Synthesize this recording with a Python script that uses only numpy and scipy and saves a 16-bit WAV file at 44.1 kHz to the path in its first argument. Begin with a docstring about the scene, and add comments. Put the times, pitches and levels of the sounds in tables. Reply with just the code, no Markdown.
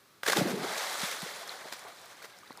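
"""Faint open air, then at about 0.23 s a dog leaps into a farm pond: legs and chest slap the surface.
Slaps and torn water are shaped noise; the air cavity closes in gulps, each a decaying, rising sine.
Spray is random drop impacts and bubble rings, thinning to foam and drips as the dog paddles
with small splashes. A diffuse noise tail answers from the banks."""
import sys
import numpy as np
from scipy import signal
from scipy.fft import rfft, irfft, next_fast_len
from scipy.io import wavfile
from scipy.ndimage import map_coordinates

SR = 44100
rng = np.random.default_rng(int(sys.argv[2]) if len(sys.argv) > 2 else 0)


def file_out(sig):
    """Save sig as 16-bit WAV at sys.argv[1]."""
    # one column per channel
    cols = np.atleast_2d(sig).T
    # limit, then scale
    lim = np.clip(cols, -1, 1)
    pcm = np.round(lim * 32767).astype(np.int16)
    wavfile.write(sys.argv[1], SR, pcm)


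N = 114660  # samples

# body slaps: peak t/s, level/dB, rise/s, fall/s
BODY_SLAPS = [(.2339, -28, 0.00093, 0.001), (.2655, -27.5, 0.0022, .0028), (.279, -24, 0.0023, 0.0035),
              (.2845, -23.5, 0.0013, 0.0057), (.299, -21, .0005, 0.0033), (.305, -24.5, 0.001, 0.0015),
              (.323, -25.5, 0.0033, 0.0075), (.3335, -28.5, 0.0042, 0.0029), (.3715, -22.5, 0.0038, 0.0021)]
# sheet of water torn up on entry: t/s, level/dB
WATER_SHEET = [(.23, -84), (.237, -39), (.257, -45), (.275, -33.5), (.31, -34.5), (.35, -35.5), (.385, -31),
               (.42, -40), (.46, -46), (.492, -37), (.525, -43.5), (.6, -49), (.72, -62)]
# air pockets closing under the body: onset t/s, f/Hz, level/dB, life/cycles
AIR_GULPS = [(.2333, 1430, -20.5, 2.7), (.264, 1605, -19.5, 5), (.2815, 1750, -21, 9.8),
             (.283, 430, -22.5, 3.9), (.2975, 555, -19, 0.8), (.3318, 1460, -14.5, 2.4),
             (.332, 1046, -17, 2.8), (.362, 321, -24, 3.6), (.367, 800, -25.5, 7.2),
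             (.378, 398, -20.5, 2.2), (.383, 174.6, -15, 1.1), (.408, 677, -20.5, 4.3), (.411, 563, -24, 4),
             (.412, 276, -21, 2.5), (.415, 154, -13, 0.84), (.452, 334, -25, 3.2), (.46, 223, -26, 2.9),
             (.497, 229, -32, 2.3), (.513, 408, -32, 1.7), (.53, 174, -24.5, 1.8), (.544, 293, -30.5, 2.6),
             (.566, 380, -30, 3.8), (.592, 177, -34, 2.3), (.616, 164, -33, 1.4), (.641, 296, -37, 2.6),
             (.645, 402, -30.5, 3.8), (1.032, 186, -21, 0.67), (1.228, 171, -24.5, 0.81),
             (1.262, 450, -29, 1.5), (1.652, 614, -36.5, 3.5), (1.655, 297, -31, 0.47),
             (2.504, 237, -34.5, 0.87), (2.5055, 483, -31, 0.94), (2.507, 920, -25, 0.83)]
# large bubbles churning in the cavity: t/s, level/dB
CAVITY_CHURN = [(.26, -89), (.285, -50.5), (.35, -48), (.385, -34), (.44, -39), (.49, -34), (.56, -38.5),
                (.65, -43.5), (.7, -48.5), (.8, -61.5), (1.0, -59), (1.55, -66.5), (1.8, -70)]
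# falling spray and foam: t/s, bubble level/dB, impact level/dB
SPRAY_LEVELS = [(.22, -89, -91), (.4, -39, -47), (.55, -46.5, -49.5), (.64, -38, -43), (.79, -38, -39),
                (.94, -42.5, -39), (.98, -44.5, -40), (1.03, -42, -37), (1.13, -43, -38),
                (1.18, -48.5, -44), (1.3, -46, -44), (1.45, -48.5, -49.5), (1.65, -49, -52),
                (1.8, -56, -52.5), (1.88, -54, -60), (1.96, -57.5, -56), (2.1, -57.5, -57),
                (2.35, -63, -64), (2.6, -66, -72)]
# spray landing in clumps: peak t/s, level/dB, rise/s, fall/s
SPRAY_CLUMPS = [(.781, -32, 0.0036, 0.0035), (.794, -36, .003, .004), (.898, -38, .003, 0.0061),
                (1.017, -32, 0.0016, .005), (1.034, -41, .004, .005), (1.058, -40, .002, 0.0044),
                (1.114, -33, .002, 0.0049), (1.125, -45, 0.0022, 0.0035)]
# plinking drops: t/s, level/dB
DROPLET_LEVELS = [(.25, -100), (.75, -48), (1.1, -46), (1.4, -57), (1.7, -56.5), (2.1, -60.5), (2.6, -60.5)]
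# small splashes of the paddling dog: peak t/s, level/dB, rise/s, fall/s
PADDLE_SPLASHES = [(1.527, -44.5, 0.0062, 0.015), (1.7262, -33, 0.0026, 0.0025),
                   (1.7345, -37, 0.0018, 0.0076), (1.885, -49.5, 0.01, 0.015),
                   (2.226, -46.5, 0.0045, 0.012), (2.2465, -41.5, 0.0037, 0.0043),
                   (2.253, -44.5, 0.0017, 0.0074)]
# water stirred by paw strokes: peak t/s, level/dB, rise/s, fall/s
PAW_WASHES = [(1.53, -48.5, 0.0062, 0.026), (1.657, -49.5, 0.012, 0.013), (1.86, -51, 0.044, 0.045),
              (2.03, -60, 0.028, 0.034), (2.243, -54, 0.025, 0.0075), (2.585, -56, 0.018, 0.015)]
# drops ticking on the surface: peak t/s, level/dB, rise/s, fall/s
DROP_TICKS = [(.2547, -37, 0.00036, 0.00086), (1.0045, -32, .0005, 0.00092), (1.09, -41, .0005, .001),
              (1.2215, -33.5, .0004, .0008), (1.477, -35, 0.00037, 0.0011), (1.4935, -48, .0006, 0.0012),
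              (1.7935, -41, .0006, 0.0011), (1.84, -47, .0005, 0.0011), (2.015, -44, .0005, .001),
              (2.059, -43.5, 0.00063, 0.00093), (2.17, -47, .0005, 0.00085), (2.388, -47, .0008, 0.0015),
              (2.488, -53.5, 0.00073, 0.0016), (2.5285, -45.5, 0.00048, 0.0008),
              (2.5745, -40.5, 0.00054, 0.00069)]
# drips ringing one bubble each: onset t/s, f/Hz, level/dB, life/cycles
BUBBLE_DRIPS = [(.955, 1310, -26, 2.5), (1.4935, 4090, -24, 5.4), (1.827, 1150, -47, 6),
                (1.843, 672, -48, 5), (1.848, 436, -45, 4.3), (1.862, 680, -46, 5),
                (1.879, 673, -42.5, 6.7), (2.22, 1440, -37, 3), (2.244, 455, -40, 2.8),
                (2.432, 1210, -43.5, 6.5), (2.519, 1970, -44, 4.6), (2.554, 1290, -41.5, 2.7),
                (2.5745, 780, -45, 4), (2.584, 950, -39, 2.4)]

# spectral shapes, overall level normalised out: f/Hz, relative level/dB
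SLAP_SHAPE = [(100, -17.5), (300, -11.5), (480, -4), (950, -7.5), (1350, -7), (1750, -1), (2200, -6),
              (2900, -13.5), (3700, -5.5), (6000, -11), (9000, -15.5), (15500, -23.5)]
SHEET_SHAPE = [(100, -40), (300, -11.5), (600, 0.5), (1700, 0), (2800, -3), (3700, -3.5), (7000, -8.5),
               (15500, -16)]
CHURN_SHAPE = [(30, -3), (85, -10.5), (145, -2.5), (260, 1.5), (400, 1), (700, -9.5), (1200, -24.5),
               (3000, -55)]
BUBBLE_SHAPE = [(100, -31), (280, -17), (450, -0.5), (700, 2.5), (1000, 0), (1700, -2.5), (2200, -2.5),
                (2800, -16.5), (4000, -8), (8000, -31.5)]
IMPACT_SHAPE = [(300, -30), (1500, 2.5), (2300, -3.5), (2850, -5.5), (3400, 0.5), (4300, -3), (6000, -4.5),
                (8000, -7.5), (11000, -10.5), (15500, -16)]
DROPLET_SHAPE = [(400, -5.5), (800, -5), (1600, -2.5), (2200, -2), (2850, -12), (3900, -7), (6000, -14.5),
                 (10000, -23)]
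PADDLE_SHAPE = [(80, -15), (200, -12), (700, -3.5), (1600, 2.5), (2800, -6), (4000, -3), (8000, -11.5),
                (15500, -14.5)]
TICK_SHAPE = [(200, -15), (1500, 4), (2700, -26), (4500, -1.5), (7000, -4.5), (11000, -6.5), (15500, -15)]
AIR_SHAPE = [(25, 9), (70, 5.5), (160, -3.5), (280, -9), (420, -4), (800, -12.5), (1200, -5), (1800, -10),
             (2850, -15), (3900, -12.5), (7100, -19.5), (15500, -21)]
# decay of the bank reflections: f/Hz, t60/s
BANK_DECAY = [(200, 0.2), (2000, 0.22), (12000, 0.35)]

GULP_GLIDE, DRIP_GLIDE = 0.052, 0.011  # fractional pitch rise per life
AIR_DB, BANK_DB = -59, -15.5
TOP_HZ = 15450


def entry():
    """The body slaps the pond and tears up a crackling sheet: impulses plus noise, unsteady in level."""
    level, = gains(WATER_SHEET)
    crackle = patter(spread_db=-0.5, count=9000) + 0.57 * white()
    flutter = amp(2.1 * wobble(rate_hz=110))
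    sheet = level * flutter * coloured(crackle, SHEET_SHAPE)
    return bursts(BODY_SLAPS, SLAP_SHAPE) + sheet


def cavity():
    """The hole behind the dog closes in ringing gulps and breaks into large, low bubbles."""
    level, = gains(CAVITY_CHURN)
    churn = swarm(low_hz=127.7, high_hz=1074, cycles=2.34, glide=0.053,
                  spread_db=0.5, count=2000, size=3000)
    return rings(AIR_GULPS, GULP_GLIDE) + level * coloured(churn + 0.87 * white(), CHURN_SHAPE)


def spray():
    """Drops strike the surface and leave small ringing bubbles; some land in clumps."""
    bubble_level, impact_level = gains(SPRAY_LEVELS)
    bubbles = swarm(low_hz=329.0, high_hz=6070, cycles=3.74, glide=0.012,
                    spread_db=1.5, count=6000, size=900)
    tiny_rings = swarm(low_hz=2540, high_hz=12560, cycles=5.8, glide=0.023,
                       spread_db=2.0, count=4000, size=200)
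    impacts = patter(spread_db=2.5, count=4500) + 0.63 * tiny_rings
    body = bubble_level * coloured(bubbles + 1.1 * white(), BUBBLE_SHAPE)
    fizz = impact_level * coloured(impacts + 1.3 * white(), IMPACT_SHAPE)
    flutter = amp(0.96 * wobble(rate_hz=44.1))
    return flutter * (body + fizz) + bursts(SPRAY_CLUMPS, IMPACT_SHAPE)


def droplets():
    """Drops in the wash, each ringing its own bubble."""
    level, = gains(DROPLET_LEVELS)
    plinks = swarm(low_hz=593, high_hz=7940, cycles=5.1, glide=0.047,
                   spread_db=2.5, count=900, size=1500)
    return level * coloured(plinks, DROPLET_SHAPE)


def swimming():
    """Paws break the surface, stir up gurgling bubbles and shed drips."""
    gurgle = swarm(low_hz=380, high_hz=1910, cycles=4.3, glide=0.033,
                   spread_db=3, count=1500, size=2500)
    wash = swells(PAW_WASHES) * coloured(gurgle, BUBBLE_SHAPE)
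    splashes = bursts(PADDLE_SPLASHES, PADDLE_SHAPE)
    ticks = bursts(DROP_TICKS, TICK_SHAPE)
    return wash + splashes + ticks + rings(BUBBLE_DRIPS, DRIP_GLIDE)


def bank(x):
    """Faint, diffuse answer of the banks: x convolved with noise decaying at a rate set per frequency."""
    hz, t, z = signal.stft(rng.standard_normal(SR // 2), SR, nperseg=256)
    decay = amp(-60 * t / along(BANK_DECAY, hz)[:, None])
    tail = signal.istft(z * decay, SR, nperseg=256)[1]
    return amp(BANK_DB) * signal.fftconvolve(x, tail / np.linalg.norm(tail))[:N]


def open_air():
    """Quiet open air: steady coloured noise."""
    return amp(AIR_DB) * coloured(white(), AIR_SHAPE)


def bubble(t, hz, cycles, glide):
    """A bubble's ring: soft start, rising pitch, exponential decay."""
    age = t * hz / cycles  # in lives
    attack = 1 - np.exp(-2 * t * hz)
    phase = 2 * np.pi * hz * t * (1 + glide * np.minimum(age, 10) / 2)
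    return attack * np.exp(-age) * np.sin(phase)


def rings(rows, glide):
    """One ringing bubble per row."""
    t = np.arange(N) / SR
    return sum(amp(db) * bubble(np.maximum(t - s, 0), hz, cycles, glide)
               for s, hz, db, cycles in rows)


def swarm(low_hz, high_hz, cycles, glide, spread_db, count, size):
    """count random bubbles of size samples; strength proportional to pitch evens the spectrum."""
    when, pitch, life, strength = rng.random((count, 4)).T[:, :, None]
    hz = low_hz * (high_hz / low_hz) ** pitch
    life_cycles = cycles * 2 ** (2 * life - 1)
    grains = bubble(np.arange(size) / SR, hz, life_cycles, glide)
    grains = grains * hz * sizes(strength, spread_db)
    at = (when * N).astype(int) + np.arange(size)
    return unit(np.bincount(at.ravel(), grains.ravel(), N)[:N])


def patter(spread_db, count):
    """count drop impacts: single-sample impulses of random time, size and sign."""
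    when, strength, sign = rng.random((count, 3)).T
    impulses = np.sign(sign - .5) * sizes(strength, spread_db)
    return unit(np.bincount((when * N).astype(int), impulses, N))


def sizes(u, spread_db):
    """Grain sizes from uniform draws; a positive spread gives many small, few large."""
    return amp(-spread_db * np.log(u + .02))


def bursts(rows, shape):
    """Noise that swells and dies around each contact with the water, then is coloured."""
    level = swells(rows)
    rms = np.sqrt(np.mean(level ** 2))  # restores the level that coloured() normalises
    return rms * coloured(level * white(), shape)


def swells(rows):
    """Gain rising and falling exponentially around each row's peak, summed in power."""
    t = np.arange(N) / SR
    power = np.zeros(N)
    for s, db, rise_s, fall_s in rows:
        lives = np.maximum((s - t) / rise_s, (t - s) / fall_s)
        power += (amp(db) * np.exp(-lives)) ** 2
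    return np.sqrt(power)


def gains(rows):
    """One gain curve for each dB column after the time, linear in dB between rows."""
    s, *columns = np.transpose(rows)
    return [amp(np.interp(np.arange(N) / SR, s, db)) for db in columns]


def wobble(rate_hz):
    """Smooth random curve, rate_hz knots a second."""
    knots = rng.standard_normal(N // 20)
    return map_coordinates(knots, [np.arange(N) * rate_hz / SR], mode="wrap")


def coloured(x, shape):
    """x through a causal minimum-phase filter of that shape, at rms 1."""
    m = 2 * next_fast_len(N)
    log_gain = np.log(amp(along(shape, np.fft.rfftfreq(m, 1 / SR))))
    cepstrum = irfft(log_gain, m)
    cepstrum[1:m // 2] *= 2  # fold onto positive time
    cepstrum[m // 2 + 1:] = 0
    return unit(irfft(rfft(x, m) * np.exp(rfft(cepstrum)), m)[:N])


def filtered(x, response):
    """x times a response of frequency, zero phase."""
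    m = next_fast_len(N + SR // 2)
    return irfft(rfft(x, m) * response(np.fft.rfftfreq(m, 1 / SR)), m)[:N]


def along(points, hz):
    """(f/Hz, value) points interpolated on a log axis."""
    f, v = np.transpose(points)
    return np.interp(np.log(hz + 1), np.log(f + 1), v)


def white():
    """White Gaussian noise."""
    return rng.standard_normal(N)


def unit(x):
    """Scaled to rms 1."""
    return x / np.sqrt(np.mean(x ** 2) + 1e-20)


def amp(db):
    """Decibels to gain."""
    return 10 ** (np.asarray(db) / 20)


def scene():
    """The splash on the open pond, one channel."""
    water = entry() + cavity() + spray() + droplets() + swimming()
    return (water + bank(water) + open_air())[None]


def record(dry):
    """A small microphone with little deep bass and a steep band limit."""
    low_cut_hz, leak_db = 125, -34
    high_pass = signal.butter(4, low_cut_hz, "high", fs=SR, output="sos")
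    thin = signal.sosfilt(high_pass, dry[0]) + amp(leak_db) * dry[0]
    return filtered(thin, lambda hz: 1 / (1 + (hz / TOP_HZ) ** 200))[None]


dry = scene()
out = record(dry)
file_out(out)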